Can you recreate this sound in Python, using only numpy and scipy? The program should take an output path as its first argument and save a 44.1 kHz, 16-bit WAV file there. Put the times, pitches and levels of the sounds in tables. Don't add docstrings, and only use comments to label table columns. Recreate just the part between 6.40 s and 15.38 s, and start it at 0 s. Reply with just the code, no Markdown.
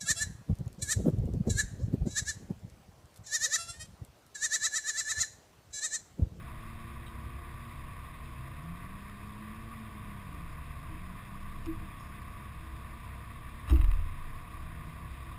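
import sys
import numpy as np
from scipy import signal
from scipy.io import wavfile
from scipy.ndimage import uniform_filter1d

SR = 44100
rng = np.random.default_rng(int(sys.argv[2]) if len(sys.argv) > 2 else 0)


def transcribe(u):
    v = np.clip(np.atleast_2d(u).T, -1, 1)
    q = np.round(v * 32767).astype(np.int16)
    wavfile.write(sys.argv[1], SR, q)


def nominal_scale(level):
    x = np.asarray(level, float) / 20
    return 10 ** x


N = 396018


def evened(x):
    return x / np.sqrt(np.mean(x ** 2) + 1e-20)


def curve(rows, column=1):
    rows = np.asarray(rows)
    return np.interp(np.arange(N) / SR, rows[:, 0], rows[:, column])


def drift(rate_hz):
    control_hz = 400
    steps = rng.standard_normal(int(N / SR * control_hz) + 2)
    slow = signal.lfilter(*signal.butter(2, np.clip(rate_hz, .1, 150), fs=control_hz), steps)
    return np.interp(np.arange(N) / SR * control_hz, np.arange(len(slow)), evened(slow))


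def noise(points, patchy_db, size=1024, count=N):
    hz = np.fft.rfftfreq(size, 1 / SR)
    real, imaginary, patches = rng.standard_normal((count * 4 // size + 5, len(hz), 3)).T
    patches = uniform_filter1d(patches, size=9, axis=0)
    patches = evened(uniform_filter1d(patches, size=10, axis=1))
    point_hz, point_db = np.transpose(points)
    colour_db = np.interp(np.log(hz + 1), np.log(point_hz + 1), point_db)[:, None]
    spectra = (real + 1j * imaginary) * nominal_scale(colour_db + patchy_db * patches)
    return evened(signal.istft(spectra, nperseg=size, noverlap=size * 3 // 4)[1][:count])


def add(mix, start_s, rise_s, sharpness, peak_db, wave):
    span = slice(round(start_s * SR), round(start_s * SR) + SR)
    u = np.arange(len(mix[span])) / SR / rise_s
    envelope = (u * np.exp(1 - u)) ** sharpness
    mix[span] += nominal_scale(peak_db) * envelope * wave(np.arange(N)[span] / SR)


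# multiple of the firing rate, level_db
ENGINE_ORDERS = [(1, -57), (2, -50), (3, -56), (4, -57), (5, -62), (6, -66), (7, -64), (8, -69), (9, -81),
                 (10, -69), (13, -80), (14, -73), (16, -78), (18, -79), (19, -74), (20, -80), (21, -70),
                 (22, -79), (23, -80), (29, -72), (30, -66), (31, -69), (32, -67), (33, -71), (34, -67),
                 (35, -69)]
# time_s, level_db
SECOND_ORDER_SURGE = [(0.0, -52), (1.05, -47), (1.3, -51), (2.2, -52), (2.9, -59), (3.3, -68), (3.75, -59),
                      (4.0, -49), (5.0, -49), (5.6, -54), (6.3, -46.5), (7.2, -50), (7.65, -56), (7.9, -65),
                      (8.23, -46), (8.45, -56), (8.73, -44), (8.98, -52)]


def firing_orders(firing_phase):
    lines, second_db = np.zeros(N), curve(SECOND_ORDER_SURGE)
    wavers = [drift(3.03) for _ in range(6)]
    for order, db in ENGINE_ORDERS:
        level_db = second_db if order == 2 else db - 0.15
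        level = np.sqrt(2) * nominal_scale(level_db) * (1 + .22 * wavers[order % len(wavers)])
        lines += level * np.cos(order * firing_phase + 2 * np.pi * rng.random())
    return lines


# pitch_hz, density_db per Hz
WHIRR_COLOUR = [(210, -31), (350, -10.5), (388, -16), (460, -10.5), (514, -15.5), (696, -9), (763, -14.5),
                (846, -16.5), (979, -4.5), (1140, 4), (1210, -0.5), (1330, -16), (1500, -9), (1950, -42),
                (3300, -120)]
# pitch_hz, density_db per Hz
HISS_COLOUR = [(760, -35), (1300, -20), (1330, -13), (1530, -6.5), (1640, -7), (1800, -1.5), (2110, -4),
               (2280, -6), (2530, -4.5), (2730, -9.5), (2870, -15.5), (3670, -11), (4270, -23), (5020, -18),
               (6000, -31.5), (7800, -65), (13200, -120)]


def whirr_and_hiss(firing_phase):
    throb = .14 * np.cos(firing_phase)
    throb += 0.089 * np.cos(2 * firing_phase + 1.2)
    throb += 0.068 * np.cos(3 * firing_phase + .4)
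    whirr = nominal_scale(-54) * (1 + throb) * noise(WHIRR_COLOUR, 1.1)
    hiss_level = nominal_scale(-56.5 + 0.25 * drift(30.0))
    hiss = hiss_level * (1 + 0.35 * throb) * noise(HISS_COLOUR, 1.14, size=512)
    return whirr + hiss


# pitch_hz, density_db per Hz
WASH_COLOUR = [(7.1, -37), (12, 1), (96, 2), (139, -2.5), (198, -13.5), (316, -10.5), (400, -27.5),
               (520, -58), (880, -120)]


def wash():
    return nominal_scale(-51.5) * noise(WASH_COLOUR, 1.6, size=4096)


def idle():
    firing_hz = 33.19 * (1 + 0.002487 * drift(0.5965))
    firing_phase = 2 * np.pi * np.cumsum(firing_hz) / SR
    return firing_orders(firing_phase) + whirr_and_hiss(firing_phase) + wash()


# pitch_hz, level_db
HUM_TONES = [(47.5, -61), (55, -60), (71, -62), (84, -60), (108, -64), (116, -64), (141, -61)]


def hums():
    t, out = np.arange(N) / SR, np.zeros(N)
    for hz, db in HUM_TONES:
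        out += np.sqrt(2) * nominal_scale(db + 2.5 * drift(1.2)) * np.sin(2 * np.pi * (hz * t + rng.random()))
    return out


# time_s, strongest line pitch_hz, level_db
FIRST_PASS = [
    (0, 210, -64),
    (.3, 224, -57),
    (.45, 230, -57),
    (.69, 226, -56.5),
    (.9, 236, -58),
    (1.2, 232, -60),
    (1.6, 232, -75),
]
SECOND_PASS = [(1.7, 108, -66), (1.9, 119, -51.5), (2.05, 129, -50), (2.3, 168, -46.5), (2.6, 200, -53),
               (2.85, 205, -50), (3.1, 215, -51), (3.27, 227, -52), (3.7, 204, -50), (4, 170, -54),
               (4.38, 139, -51), (4.6, 176, -51.5), (4.75, 189, -53.5), (5.05, 200, -56), (5.5, 196, -57),
               (6.25, 218, -60), (7, 228, -62), (7.7, 229, -72)]
THIRD_PASS = [
    (7.8, 212, -75),
    (8.0, 186, -64),
    (8.2, 162, -55),
    (8.4, 156, -52.5),
    (8.65, 161, -56),
    (8.98, 172, -55),
]
# multiple of the strongest line, relative level_db
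FAR_LINES = [(.5, -6), (1, -0.5), (2.0, -20.5)]
UPPER_LINE_DB = (-7, -17, -14)


def far_engine():
    out = np.zeros(N)
    unsteady, flutter = drift(5.0), [drift(5.9) for _ in range(4)]
    for rows, upper_db in zip((FIRST_PASS, SECOND_PASS, THIRD_PASS), UPPER_LINE_DB):
        span = slice(round(rows[0][0] * SR), round(rows[-1][0] * SR))
        speed_hz = uniform_filter1d(curve(rows), size=2000) * (1 + .005 * unsteady)
        phase = 2 * np.pi * np.cumsum(speed_hz[span]) / SR
        pass_db = curve(rows, column=2)
        for (order, db), air in zip(list(FAR_LINES) + [(3 / 2, upper_db)], flutter):
            level = np.sqrt(2) * nominal_scale((pass_db + db + 2.6 * air)[span])
            out[span] += level * np.sin(order * phase)
    return out


# start_s, peak_db, rise_s, sharpness
CLAMP_NUDGES = [
    (.12, -50, .15, 1.5),
    (3.95, -49, .13, 2.5),
    (4.4, -45, .17, 2.5),
    (4.85, -41, .2, 2.5),
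    (5.12, -40, .18, 4.0),
    (6.1, -49, .12, 2.5),
    (6.92, -49, .12, 2.5),
    (8.1, -50, .2, 2.5),
]
# multiple of the swing rate, start_s, peak_db, rise_s, sharpness
CLAMP_SWINGS = [
    (1, 7.26, -23, .2, 3.2),
    (1, 7.77, -39, .09, 1.6),
    (2, 7.305, -21, .145, 4.0),
    (4, 7.4, -36, .06, 1.2),
]


def mount():
    swing_hz, phase = 20.5, rng.random()
    rest = nominal_scale(-61 + 5 * drift(4))
    out = np.sqrt(2) * rest * np.cos(2 * np.pi * (swing_hz * np.arange(N) / SR + phase))
    for k, start, db, rise, sharp in list(CLAMP_SWINGS) + [(1, *row) for row in CLAMP_NUDGES]:
        lag = (1 - k) * np.pi / 2
        add(out, start, rise, sharp, db, lambda t: np.cos(2 * np.pi * k * (swing_hz * t + phase) - lag))
    return out


# pitch_hz, half_width_hz
CASE_BANDS = [(2600, 290), (1870, 195), (1116, 220), (3090, 150), (3720, 180), (5120, 330)]
# time_s, peak_db
STONES = [
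    (.6629, -54),
    (.6784, -55),
    (1.25, -59),
]
# time_s, peak_db
KNOCKS = [
    (2.695, -49),
    (4.4714, -52),
    (5.2644, -51),
    (7.2759, -49),
    (7.2804, -52),
    (7.2874, -48),
    (7.3154, -43.5),
    (7.3674, -47),
]
# time_s, peak_db
STRIKES = [
    (5.2574, -48),
    (7.2953, -44),
    (7.3052, -44),
    (7.3342, -49),
    (7.3854, -56),
]
# time_s, peak_db
CLAW_GRINDS = [
    (7.281, -57),
    (7.295, -48.5),
]
# time_s, peak_db
TRIM_RATTLES = [
    (7.358, -42),
    (7.3931, -50),
    (7.412, -39.5),
    (7.4174, -44),
    (7.442, -40),
    (7.4749, -54),
    (7.5133, -39.5),
    (7.5338, -46),
]
# time_s, peak_db, upper_db, top_db, dying_s
SCRAPES = [
    (5.595, -67, -3, 8, .45),
    (.664, -56, 7, -14, .11),
    (.4, -62, 2, -4, .1),
    (5.25, -52, -8, -16, .03),
]


def ticks():
    out, t = np.zeros(N + SR), np.arange(5000) / SR
    bursts = rng.standard_normal((40, len(t)))
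    bands = [signal.butter(2, [hz - width, hz + width], "band", fs=SR, output="sos") for hz, width in CASE_BANDS]
    wide = signal.butter(4, [700, 4100], "band", fs=SR, output="sos")
    # low_db, upper_db, top_db, dying_s
    kinds = [(STONES, (-4, 5, -20, .035)), (KNOCKS, (9, -8, -14, .015)), (STRIKES, (5, -3, -4, .02)),
             (CLAW_GRINDS, (11, 2, -5, .05)), (TRIM_RATTLES, (2, -8, -32, .013))]
    rows = [(*row, *kind) for table, kind in kinds for row in table]
    rows += [(s, db, -4, *rest) for s, db, *rest in SCRAPES]
    for (s, db, low_db, upper_db, top_db, dying_s), burst in zip(rows, bursts):
        here = slice(round(s * SR), round(s * SR) + len(t))
        burst = burst * nominal_scale(-60 * t / max(dying_s, .004))
        snap = signal.sosfilt(wide, burst)
        out[here] += nominal_scale(db - 5) * snap / abs(snap).max()
        parts_db = (-1.5, -3.5, low_db - 2.5, upper_db - 4.5, upper_db - 4.5, top_db)
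        for band, part_db in zip(bands, parts_db):
            ring = signal.sosfilt(band, signal.sosfilt(band[:1], burst))
            out[here] += nominal_scale(db + part_db) * ring / abs(ring).max()
    return out[:N]


# start_s, pitch_hz, peak_db, rise_s, sharpness
BODY_MODES = [(7.272, 71, -31, .018, 2.1), (7.303, 62.4, -14.7, 0.03, 1.5), (7.37, 60, -23, 0.023, 0.97),
              (7.45, 64, -31, .037, 0.84), (7.55, 69, -31, .026, 3.6), (7.33, 88, -29.5, .035, .8),
              (7.56, 82, -34, 0.056, 1.2), (7.308, 100, -34, 0.012, 3.7), (7.29, 120, -37, .04, 0.74),
              (7.307, 322, -29.5, 0.029, 3.8), (7.295, 277, -35.5, 0.032, 1.4),
              (7.303, 185, -37.5, 0.018, 3.4), (7.306, 395, -44.5, 0.022, 3.0),
              (7.38, 320, -45, 0.025, 1.1), (6.2, 325, -56, 0.07, 1.0), (5.263, 325, -31.5, .027, 1.7),
              (5.264, 305, -43, .02, 1.8), (5.264, 275, -46.5, 0.018, 1.7), (5.4, 315, -51.5, 0.026, 1.5),
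              (4.49, 315, -50, 0.036, 1.7), (8.1, 320, -54.5, .04, 1.5), (3.9, 290, -55, 0.041, 1.5),
              (6.12, 150, -48, .03, 1.5)]


def bodywork():
    out = np.zeros(N)
    for (start, hz, db, rise, sharp), phase in zip(BODY_MODES, rng.random(40)):
        add(out, start, rise, sharp, db, lambda t: np.sin(2 * np.pi * (hz * t + phase)))
    return out


# time_s, level_db
SEAL_RUSH = [
    (7.26, -70),
    (7.285, -56),
    (7.305, -50),
    (7.34, -55),
    (7.4, -61),
    (7.5, -63),
    (7.6, -75),
]
# pitch_hz, density_db per Hz
SEAL_COLOUR = [(210, -27), (350, -3), (470, -1), (1090, -5), (1180, -9), (1610, -22), (1870, -15),
               (3120, -15), (3350, -29), (5120, -17), (5900, -37), (7670, -67), (13000, -120)]


def seal():
    out = np.zeros(N)
    span = slice(round(SEAL_RUSH[0][0] * SR), round(SEAL_RUSH[-1][0] * SR))
    rush = noise(SEAL_COLOUR, 2.7, size=256, count=SR // 2)
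    out[span] = nominal_scale(curve(SEAL_RUSH)[span]) * rush[:span.stop - span.start]
    return out


def scene():
    return (idle() + hums() + far_engine() + mount() + ticks() + bodywork() + seal())[None]


def top_cut(x):
    return signal.sosfilt(signal.butter(12, 15550, fs=SR, output="sos"), x)


def record(dry):
    window = ("kaiser", 9.0)
    lowpass = signal.firwin(147 * 60 + 1, 1 / 147 * .985, window=window)
    slow = signal.resample_poly(dry, 40, 147, axis=1, window=lowpass)
    held = np.repeat(slow, 4, axis=1)
    out = signal.resample_poly(held, 147, 160, axis=1, window=window)[:, :N]
    out = np.pad(out, ((0, 0), (0, N - out.shape[1])))
    edge = signal.firwin(511, 15600, window=window, fs=SR)
    out = signal.oaconvolve(out, edge[None], "same")
    return top_cut(out)


dry = scene()
out = record(dry)
transcribe(out)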